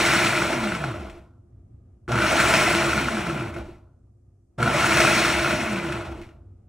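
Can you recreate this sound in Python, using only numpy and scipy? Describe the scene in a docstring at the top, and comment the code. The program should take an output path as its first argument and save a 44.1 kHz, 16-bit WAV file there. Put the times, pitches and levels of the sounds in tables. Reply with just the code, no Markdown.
"""A kitchen blender is pulsed three times on leafy greens; the first pulse is about to end at the start.
Each pulse: mains hum and gear knocks as the motor bites, a roar through the housing and jug, fan hiss;
then the power drops and the rotor coasts down, its unbalance tone and fan whines falling in pitch.
Noise is shaped by resonances, knocks are clicks that ring, tones follow a computed rotor speed.
Two microphone ports, a little apart, hear it in a quiet kitchen with a short echo."""
import sys
import numpy as np
from scipy import signal
from scipy.fft import rfft, irfft, next_fast_len
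from scipy.io import wavfile

SR = 44100
rng = np.random.default_rng(int(sys.argv[2]) if len(sys.argv) > 2 else 0)


def pcm_store(signal):
    """Save signal as 16-bit PCM."""
    levels = np.round(np.clip(np.atleast_2d(signal), -1, 1) * 32767)
    wavfile.write(sys.argv[1], SR, levels.astype(np.int16).T)


N = 294588
FULL_TURNS_PER_S = 432   # rotor speed at which the layer levels hold

# knocks of gears, blades and stalks on the jug: (start_s, relative level_db, relative treble_db)
KNOCK_TABLE = [(0.332, -9, -50.5), (0.376, -9.5, -55), (0.42, -6, -55.5), (0.531, -12.5, -59),
               (0.721, -10, -55), (0.61, -15, -61), (0.673, -15, -43.5), (0.75, -15, -45.5),
               (0.84, -9, -47), (1.098, -35.5, -51), (2.079, -21, -54), (2.119, -21, -33.5),
               (2.156, -11, -38), (2.178, -11, -48), (2.187, -8, -36.5), (2.220, -6.5, -39),
               (2.236, -11.5, -47), (2.248, -10, -43), (2.264, -10.5, -43), (2.401, -2.5, -28),
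               (2.539, -10, -27), (2.932, -6, -53), (2.978, -9, -59), (3.085, -5, -42.5), (3.217, -21, -46),
               (3.298, -11, -49.5), (3.377, -17, -51), (3.409, -19.5, -62), (3.44, -22, -60),
               (3.461, -25, -64), (3.541, -32.5, -49.5), (3.564, -19.5, -57), (4.603, -19, -44.5),
               (4.628, -5, -29.5), (4.677, -8.5, -44), (4.844, -3.5, -54), (4.971, -4.5, -31),
               (5.003, -6, -27.5), (5.249, -2.5, -48.5), (5.446, -5, -42.5), (5.509, -10, -36),
               (5.775, -18.5, -67), (5.923, -14.5, -37), (6.01, -20, -55), (6.215, -47, -50),
               (6.234, -43.5, -61), (6.29, -54.5, -64)]
# resonances of housing and jug: (pitch_hz, width_hz, relative level_db)
JUG_MODES = [(135, 40, 11), (203.2, 31, 14), (622, 46, 7.6), (1343, 17, 8), (1400, 130, 7.4), (1465, 16, 5)]
# resonances of the air vents: (pitch_hz, width_hz, relative level_db)
AIR_VENT_MODES = [(2023, 52, -1.5), (2194, 40, 4), (2553, 46, 4), (2370, 63, 2.5), (5308, 30, 0),
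                  (4250, 680, 1), (5504, 880, 0.5), (7580, 820, -0.5), (6060, 60, -1.5), (2765, 220, -5)]
# how the ports differ: (pitch_hz, difference minus sum in db, before layer gains)
PORT_SLOPE = [(60, -28.5), (125, -43.5), (250, -11.5), (500, -5), (1000, -4), (2000, -12), (4000, -0.5)]


def from_db(db):
    """dB to gain."""
    return 10 ** (np.asarray(db) / 20)


def rms_one(x):
    """Scale to rms 1."""
    return x / np.sqrt(np.mean(x ** 2) + 1e-20)


def filtered(x, order, hz, kind="low"):
    """Butterworth filter: keeps the band below, above or between the given frequencies."""
    return signal.sosfilt(signal.butter(order, hz, kind, fs=SR, output="sos"), x)


def colour(x, points, causal=True):
    """Filter with the given dB spectrum, minimum-phase or without phase shift."""
    hz = np.maximum(np.arange(2049) * SR / 4096, 10)
    table = np.array(points, float)
    log_gain = np.interp(np.log(hz), np.log(table[:, 0]), table[:, 1]) * np.log(10) / 20
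    if not causal:
        return signal.fftconvolve(x, np.roll(irfft(np.exp(log_gain)), 2048))[2048:N + 2048]
    # folding the cepstrum forward gives the minimum-phase filter
    cepstrum = irfft(log_gain)
    cepstrum[1:2048] *= 2
    cepstrum[2049:] = 0
    return signal.fftconvolve(x, irfft(np.exp(rfft(cepstrum))))[:N]


def resonate(x, modes):
    """Sum of two-pole resonances."""
    out = 0
    for hz, width, gain_db in modes:
        r = np.exp(-np.pi * width / SR)
        poles = [1, -2 * r * np.cos(2 * np.pi * hz / SR), r * r]
        out = out + from_db(gain_db) * signal.lfilter([(1 - r * r) / 2, 0, (r * r - 1) / 2], poles, x)
    return out


def resonate_wavering(x, modes, waver):
    """The noise itself plus its resonances, each mode with a moving gain of its own."""
    return x + sum(gain * resonate(x, [mode]) for gain, mode in zip(waver, modes))


def drift(rate):
    """Slow chance, spread 1."""
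    r = np.exp(-2 * np.pi * rate / SR)
    return rms_one(signal.lfilter([1], [1, -2 * r, r * r], rng.standard_normal(N + SR))[SR:])


def quarter_turn(x):
    """Every frequency shifted by a quarter cycle."""
    return signal.hilbert(x, next_fast_len(N))[:N].imag


def room():
    """Low, lumpy rumble of a quiet room, gathered in its modes, under a faint uneven murmur."""
    # colour of the quiet room: (pitch_hz, relative level_db per Hz)
    room_colour = [(20, -14), (45, -7.5), (72, 1), (90, -1.5), (117, -2.5), (150, -11.5), (250, -16.5),
                   (330, -18.5), (650, -31.5), (1200, -45), (2500, -52), (12000, -80)]
    # loudness over time before its drift: (time_s, level_db)
    room_loudness = [(1.301, -51), (1.75, -49.5), (1.999, -51), (3.9, -51.5), (4.498, -56), (6.399, -48),
                     (6.68, -52)]
    # resonances of the room: (pitch_hz, width_hz, relative level_db)
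    room_modes = [(63, 8.7, 2), (94.5, 8.6, 7), (118, 11, -0.5), (214, 15, -1), (252.4, 20, 0.5),
                  (345.6, 10, 9), (700, 140, -1.5), (1220, 100, 7.5)]
    murmur_db = 1.2   # spread of the wavering above the rumble
    level_db = np.interp(np.arange(N) / SR, *np.transpose(room_loudness)) + 0.91 * drift(3.5)
    x = colour(rng.standard_normal(N), room_colour)
    low = signal.sosfiltfilt(signal.butter(2, 300., fs=SR, output="sos"), x)
    x = low + (x - low) * from_db(murmur_db * drift(5.4))
    return from_db(level_db) * rms_one(x + resonate(x, room_modes))


def kitchen(x):
    """Diffuse echo, one for sum and one for difference, each band dying at its own pace."""
    # kitchen echo: (pitch_hz, time to fall 60 dB in s, relative level_db)
    echo_bands = [(151, 0.52, -15.5), (400, 0.7, -15.5), (880, 0.21, -11.5), (1820, 0.49, -24),
                  (3600, 0.41, -22), (7000, .3, -24.5)]
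    t = np.arange(SR) / SR
    echo = 0
    for hz, t60, level_db in echo_bands:
        band = filtered(rng.standard_normal((2, SR)), 2, [hz / 1.5, hz * 1.5], "band")
        echo = echo + from_db(level_db - 60 * t / t60) * band / np.sqrt(t60 * SR / np.log(1e6))
    return signal.fftconvolve(x[None], echo * np.minimum(t / 0.005, 1), axes=1)[:, :N]


def blows(level_db):
    """One click at each knock."""
    clicks = np.zeros(N)
    clicks[(np.array(KNOCK_TABLE)[:, 0] * SR).astype(int)] = from_db(level_db)
    return clicks


def bursts(level_db, decay_s):
    """Envelope of a dying puff of noise at each knock."""
    return signal.lfilter([1], [1, -np.exp(-1 / (decay_s * SR))], blows(level_db))


def knocking(knock_db):
    """Each blow cracks, then rings jug and housing."""
    wall_mode = (1410, 100, 10.3)   # jug wall: pitch Hz, width Hz, relative dB
    soft = filtered(blows(knock_db + 14), 2, [800, 2100], "band")
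    return from_db(-8.5) * soft + resonate(soft, [wall_mode] + JUG_MODES[2:] + AIR_VENT_MODES[:3])


def thuds():
    """Stalks thud on the jug wall, and the motor thumps low as it switches on; each a short dull ring."""
    # thuds: (start_s, relative level_db, pitch_hz)
    thud_table = [(0.531, -14, 355), (0.838, -20.5, 715), (0.884, -23, 625), (0.94, -34, 615),
                  (1.024, -27.5, 320), (2.079, -30.5, 165), (2.08, -23, 345), (2.2, -23.5, 336),
                  (2.354, -17.5, 667), (2.538, -12, 646), (2.81, -16, 640), (3.109, -21, 676),
                  (3.276, -22, 664), (3.364, -17.5, 335), (3.438, -21.5, 328), (3.564, -23, 354),
                  (3.685, -31, 331), (4.579, -27, 165), (4.586, -23, 596), (4.745, -12.5, 610),
                  (4.964, -9, 630), (5.076, -12.5, 633), (5.195, -19.5, 336), (5.527, -16, 612),
                  (5.951, -29, 659), (6.006, -33, 347), (6.154, -28, 337), (6.207, -29.5, 336)]
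    t60_s = 0.084   # time to fall by 60 dB
    out, t = np.zeros(N + SR), np.arange(SR // 5) / SR
    for start_s, size_db, hz in thud_table:
        fade = from_db(size_db - 6.5 - 60 * t / t60_s)
        attack = np.minimum(t / 0.0011, 1)
        out[int(start_s * SR):][:len(t)] += fade * np.sin(2 * np.pi * hz * t) * attack
    return out[:N]


def ring(clicks, hz, t60):
    """A unit click sets a sine of starting height 1 ringing."""
    r, w = from_db(-60 / (t60 * SR)), 2 * np.pi * hz / SR
    return signal.lfilter([0, np.sin(w)], [1, -2 * r * np.cos(w), r * r], clicks + 1e-18)


def chops(level_db, speed):
    """Uneven blade strikes on leaves and stalks, fewer as the blades slow, each ringing at one jug pitch."""
    # where the jug rings when they are struck: pitch_hz
    jug_pitches = [610, 658, 723, 1310, 1400, 1460, 1490, 2000, 2170, 2360, 2600, 2980]
    chops_per_s, ring_cycles = 200, 26   # strike rate before the speed factor; cycles to fall 60 dB
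    sizes = from_db(4.5 * np.minimum(rng.exponential(1, N), 4)) * rng.choice([-1, 1], N)
    chance = rng.random(N) * SR / chops_per_s
    dealt = rng.integers(0, len(jug_pitches), N)   # which pitch each strike rings
    struck = sizes * (chance < .15 + speed / FULL_TURNS_PER_S)
    rings = sum(ring(struck * (dealt == k), hz, ring_cycles / hz) for k, hz in enumerate(jug_pitches))
    return from_db(level_db) * rms_one(rings)


def chopping(per_s, spread_db, grain_db, flutter_db):
    """Gain of a noise that flutters, and flares very briefly when leaves hit blade and wall."""
    hits = (rng.random(N) < per_s / SR) * from_db(abs(spread_db) * np.minimum(rng.exponential(1, N), 3.0))
    fade = np.exp(-1 / (0.00022 * SR))
    return from_db(flutter_db * drift(23)) * (1 + from_db(grain_db) * signal.lfilter([1], [1, -fade], hits))


def mains_hum(current):
    """The magnetic pull hums at twice the mains frequency and its multiples, as loud as the current."""
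    # hum: (pitch_hz, level_db for a current of 1)
    hum_tones = [(120, -23.5), (240, -32), (360, -33), (480, -35.5)]
    t = np.arange(N) / SR
    return current * sum(from_db(db) * np.sin(2 * np.pi * hz * t) for hz, db in hum_tones)


def unbalance(speed, turns, running):
    """The unbalanced rotor swells each time it sweeps through a mode of the base."""
    # how the base answers the rotor: (pitch_hz, width_hz, relative level_db)
    swept_modes = [(65, 12, -1), (138, 34, 5.5), (208, 26, 7.5), (262, 40, 1)]
    height = from_db(-37 + 2 * drift(10)) * running * (speed / 200) ** .5
    wobble = height * np.sin(turns + .25 * drift(14))
    wobble = .8 * wobble + resonate(wobble, swept_modes)
    return wobble / np.sqrt(1 + (speed / 252) ** 30)   # rubber feet isolate fast shaking


def whines(speed, since, live, turns):
    """Fan blade tones, slightly blurred and clearest once the power is off, and the slot whine of the run-up."""
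    # fan blade multiples: (times rotor speed, level_db before the speed and power factors)
    fan_tones = [(40, -53), (50, -51), (60, -56)]
    slot_order, slot_db = 17, -41   # rotor slots whine under heavy current: times rotor speed, dB
    blurred = turns + .008 * drift(40)
    fan = 0
    for order, db in fan_tones:
        audible = order * speed < .4 * SR   # leave out tones too high to compute cleanly
        fan = fan + from_db(db + 3 * drift(20)) * np.sin(order * blurred) * audible
    fan = fan * (speed / 300) ** 4 * (1 - .5 * live)
    strain = np.exp(-((since - .25) / .07) ** 2)
    slots = from_db(slot_db + 3.0 * drift(30)) * np.sin(slot_order * blurred) * strain
    return fan, slots


def rumble_and_drone(rumble_db, drone_db, speed, flare, running):
    """Noise rings the base: its lowest mode rumbles, its higher ones drone, and the counter groans along."""
    # base and counter: (pitch_hz, width_hz, relative level_db)
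    base_modes = [(69.3, 18, 6.5), (331.4, 11, 1), (341.3, 6.1, 3.5)]
    # the geared-down blades pass the lowest mode of the base: rotor turns per s, width, dB
    centre, width, swell_db = (300, 90, 6.7)
    rumble_db = rumble_db + swell_db * np.exp(-((speed - centre) / width) ** 2)
    white = rng.standard_normal((2, N))
    lowest = rms_one(resonate(resonate(white[0], base_modes[:1]), base_modes[:1]))
    groan = rms_one(resonate(white[0], JUG_MODES[:2]))
    rumble = from_db(rumble_db) * running * lowest
    rumble = rumble + from_db(rumble_db - 4.0) * flare * running * groan
    drone = from_db(drone_db) * flare ** 1.2 * running * rms_one(resonate(white[1], base_modes[1:]))
    return rumble + drone


def vent_noise(whirr, hiss, white, waver):
    """Noise split at 3.3 kHz into blade whirr and air hiss, through the wavering vent modes."""
    low = filtered(white, 4, 3300.)
    return resonate_wavering(whirr * low + hiss * (white - low), AIR_VENT_MODES, waver)


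def fan_hiss(hiss_db, air_db, flare, running, waver):
    """Blades and cooling air: noise through the vents, as sum and difference of the ports."""
    # broad colour under the modes in the sum: (pitch_hz, relative level_db per Hz)
    sum_colour = [(900, -6.5), (1700, 8.5), (2700, 2), (3200, -0.5), (4300, -7.5), (4950, -13), (5400, -7),
                  (8000, -11), (10500, -11), (12300, -45.5), (15000, -15), (16000, -15.5)]
    # the same for the difference: (pitch_hz, relative level_db)
    difference_colour = [(900, -46), (2000, -8), (3500, -16.5), (5000, -11), (6300, -26), (8000, -13),
                         (11000, -8), (16000, -18)]
    vent_waver = 0.93   # share of the jug's wavering in the vent modes
    knock_db, treble_db = np.array(KNOCK_TABLE)[:, 1:].T
    whirr = from_db(hiss_db) * flare ** 1.1 * running
    air = whirr * from_db(air_db - hiss_db)
    air = air + bursts(treble_db - 8.0, decay_s=0.026) + bursts(treble_db + 3.5, decay_s=0.002)
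    whirr = whirr + bursts(knock_db - 30.5, decay_s=0.0014)
    count = len(AIR_VENT_MODES)
    # each vent mode borrows a jug mode's wavering, shifted in time
    flicker = [np.roll(waver[k % len(waver)], (k + 1) * SR // 2) ** vent_waver for k in range(count)]
    white = rng.standard_normal((2, N))
    near, far = [vent_noise(whirr, air, w, flicker) for w in white]
    # filter gains are set on plain noise
    scale = np.std(colour(vent_noise(0.62, 1.0, white[0, :2 * SR], np.ones(count)), sum_colour))
    hiss = colour(near, sum_colour, causal=False) / scale
    wide_hiss = colour(0.82 * quarter_turn(near) + 0.75 * far, difference_colour, causal=False) / scale
    return hiss, wide_hiss


def housing(deep, bright, white, waver):
    """Noise split at 900 Hz, through the broad colour and the wavering modes of housing and jug."""
    # broad colour under the modes: (pitch_hz, relative level_db per Hz)
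    roar_colour = [(60, -21.5), (110, -7.5), (250, -11), (500, -6), (1000, 0.5), (1500, -5), (2200, -20.5),
                   (3500, -15), (6000, -61)]
    low = filtered(white, 2, 900.)
    return resonate_wavering(colour(deep * low + bright * (white - low), roar_colour), JUG_MODES, waver)


def housing_roar(roar_db, flare, running, current, waver):
    """Gears and greens shake the housing; gives two independent roars, one for each kind of path."""
    knock_db = np.array(KNOCK_TABLE)[:, 1]
    shake = from_db(roar_db) * flare * running + bursts(knock_db - 38.0, decay_s=0.003)
    # the torque throbs at 120 Hz, twice the mains
    shake = shake * (1 + .5 * current * np.sin(2 * np.pi * 120 * np.arange(N) / SR))
    deep = shake * from_db(-.27 * (roar_db + 18.0))   # slower contacts are softer: the lows outlast the highs
    white = rng.standard_normal((2, N))
    # filter gains are set on plain noise
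    scale = np.std(housing(0.88, 1.0, white[0, :2 * SR], np.ones(len(waver))))
    return [housing(deep, shake, w, waver) / scale for w in white]


def motor():
    """Rotor speed, time since switch-on, whether current flows, and the strength of the pulse."""
    # power: (on_s, off_s, strength_db)
    power = [(-.445, 0.054, 0.5), (2.077, 2.582, 0.5), (4.575, 5.078, 0.5)]
    # each coast: (time before the greens start to brake the rotor in s, braking factor)
    coast = [(.06, 1.09), (.008, 1.03), (.058, 1.035)]
    no_load_turns_per_s, run_up_s = 448, .15   # the speed nears this value with this time constant
    # coasting: steady braking plus air drag with this time constant, before the braking factor
    friction_turns_per_s2, drag_s = 310, 5.
    t = np.arange(N) / SR
    pulse = np.searchsorted(np.transpose(power)[0], t, side="right") - 1
    on, off, strength_db = np.transpose(power)[:, pulse]
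    hold, braking = np.transpose(coast)[:, pulse]
    since, idle = t - on, np.maximum(t - off, 0)
    live = np.clip((off - t) / .009 + .5, 0, 1)
    reached = no_load_turns_per_s * (1 - np.exp(-(since - idle) / run_up_s))
    idle = braking * np.maximum(idle - hold, 0)
    offset = friction_turns_per_s2 * drag_s
    speed = (reached + offset) * np.exp(-idle / drag_s) - offset
    return np.maximum(speed, 0), since, live, strength_db


def level(law, release_db, speed, pull):
    """Level in dB: a power of the speed plus the pull of the motor, dying no faster than release_db per s."""
    full_db, follows, stall, pull_db = law
    share = np.maximum(speed - stall, 0) / (FULL_TURNS_PER_S - stall) * (speed > 0)
    gain = np.hypot(from_db(full_db) * share ** follows, from_db(pull_db) * pull)
    ramp = release_db * np.arange(N) / SR
    return np.maximum.accumulate(20 * np.log10(gain + 1e-7) + ramp) - ramp


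def blender():
    """The motor's speed and pull drive every layer; gives sum and difference of the two ports."""
    # each layer, before pulse strength: (level_db at full speed, dB lost per dB of speed,
    # speed of silence in turns per s, level_db from the pull of the motor)
    roar_law = (-25.5, 1.0, 24, -28.5)
    hiss_law = (-22.5, 3, 23.5, -39.5)
    air_law = (-22, 2.5, -44.5, -39)
    drone_law = (-30.5, 0.62, 10.5, -39.5)
    rumble_law = (-44.5, 0.15, 11, -49)
    chop_law = (-32.5, 1.2, 22.5, -45.5)
    # how fast roar, whirr, air, drone and rumble can die away, in dB per s
    dying_db_per_s = 130, 130, 260, 170, 120
    # share of the sum that leans right below 900 Hz, left above: (pitch_hz, level_db)
    lean_colour = [(250, -54), (600, -16.5), (900, -30), (1500, -33.5), (2500, -15), (5000, -35)]
    bite_s, grip_s = .035, 0.014   # the blades take hold of the greens; the pull builds up
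    waver_db, waver_per_s = 3, 19   # the moving load damps each mode of the jug in its own rhythm
    lumpy_db = 1.5   # slow blades catch the greens in lumps: extra flutter at low speed

    speed, since, live, strength_db = motor()
    turns = 2 * np.pi * np.cumsum(speed) / SR   # rotor angle in radians
    pull = live * (1 - np.exp(-since / grip_s))
    running = np.minimum(since / .011, 1) ** 1.5
    # the current surges shortly after switch-on, then sinks to a small steady share
    current = live * running * (0.11 + np.exp(-(since - .07) ** 2 / 0.0029))
    laws = zip((roar_law, hiss_law, air_law, drone_law, rumble_law), dying_db_per_s)
    levels_db = [strength_db + level(*law, speed, pull) for law in laws]
    roar_db, hiss_db, air_db, drone_db, rumble_db = levels_db

    flare = chopping(per_s=22.0, spread_db=6.5, grain_db=-9.5, flutter_db=0.33)
    slowness = (1 - live) * (1 - speed / FULL_TURNS_PER_S) * np.minimum(speed / 50, 1)
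    flare = flare * from_db(lumpy_db * slowness * drift(21))
    waver = [from_db(waver_db * drift(waver_per_s)) for mode in JUG_MODES]

    roar, far_roar = housing_roar(roar_db, flare, running, current, waver)
    hiss, wide_hiss = fan_hiss(hiss_db, air_db, flare, running, waver)
    fan, slots = whines(speed, since, live, turns)
    chop_db = strength_db + level(chop_law, 200.0, speed, pull)
    struck = (1 - np.exp(-since / bite_s)) * chops(chop_db, speed) + thuds()
    low = roar + struck + knocking(np.array(KNOCK_TABLE)[:, 1])
    low = low + rumble_and_drone(rumble_db, drone_db, speed, flare, running)
    low = low + unbalance(speed, turns, running) + mains_hum(current)

    # ports a little apart: the difference is the slope of the sum, plus reflections of its own
    apart = colour(0.2344 * quarter_turn(low) + .5 * far_roar, PORT_SLOPE, causal=False)
    both = low + hiss
    upper = signal.sosfiltfilt(signal.butter(4, 900, "high", fs=SR, output="sos"), both)
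    lean = colour(2 * upper - both, lean_colour, causal=False)
    return both + slots + .05 * fan, apart + lean + wide_hiss + fan


def scene():
    """Left and right from sum and difference."""
    both, apart = blender()
    echo, wide_echo = kitchen(both)
    both = both + echo + room()
    apart = apart + colour(room() + 1.1 * wide_echo, PORT_SLOPE)
    return np.array([both + apart, both - apart])


def record(dry):
    """Faint microphone self-noise, the top cut steeply."""
    self_noise_db, cutoff_hz = -83, 16000   # noise level before its band filter
    noise = filtered(rng.standard_normal((2, N)), 2, [5000, 10000], "band")
    steep = signal.cheby2(24, 70, cutoff_hz, fs=SR, output="sos")
    return signal.sosfilt(steep, dry + from_db(self_noise_db) * noise)


dry = scene()
out = record(dry)
pcm_store(out)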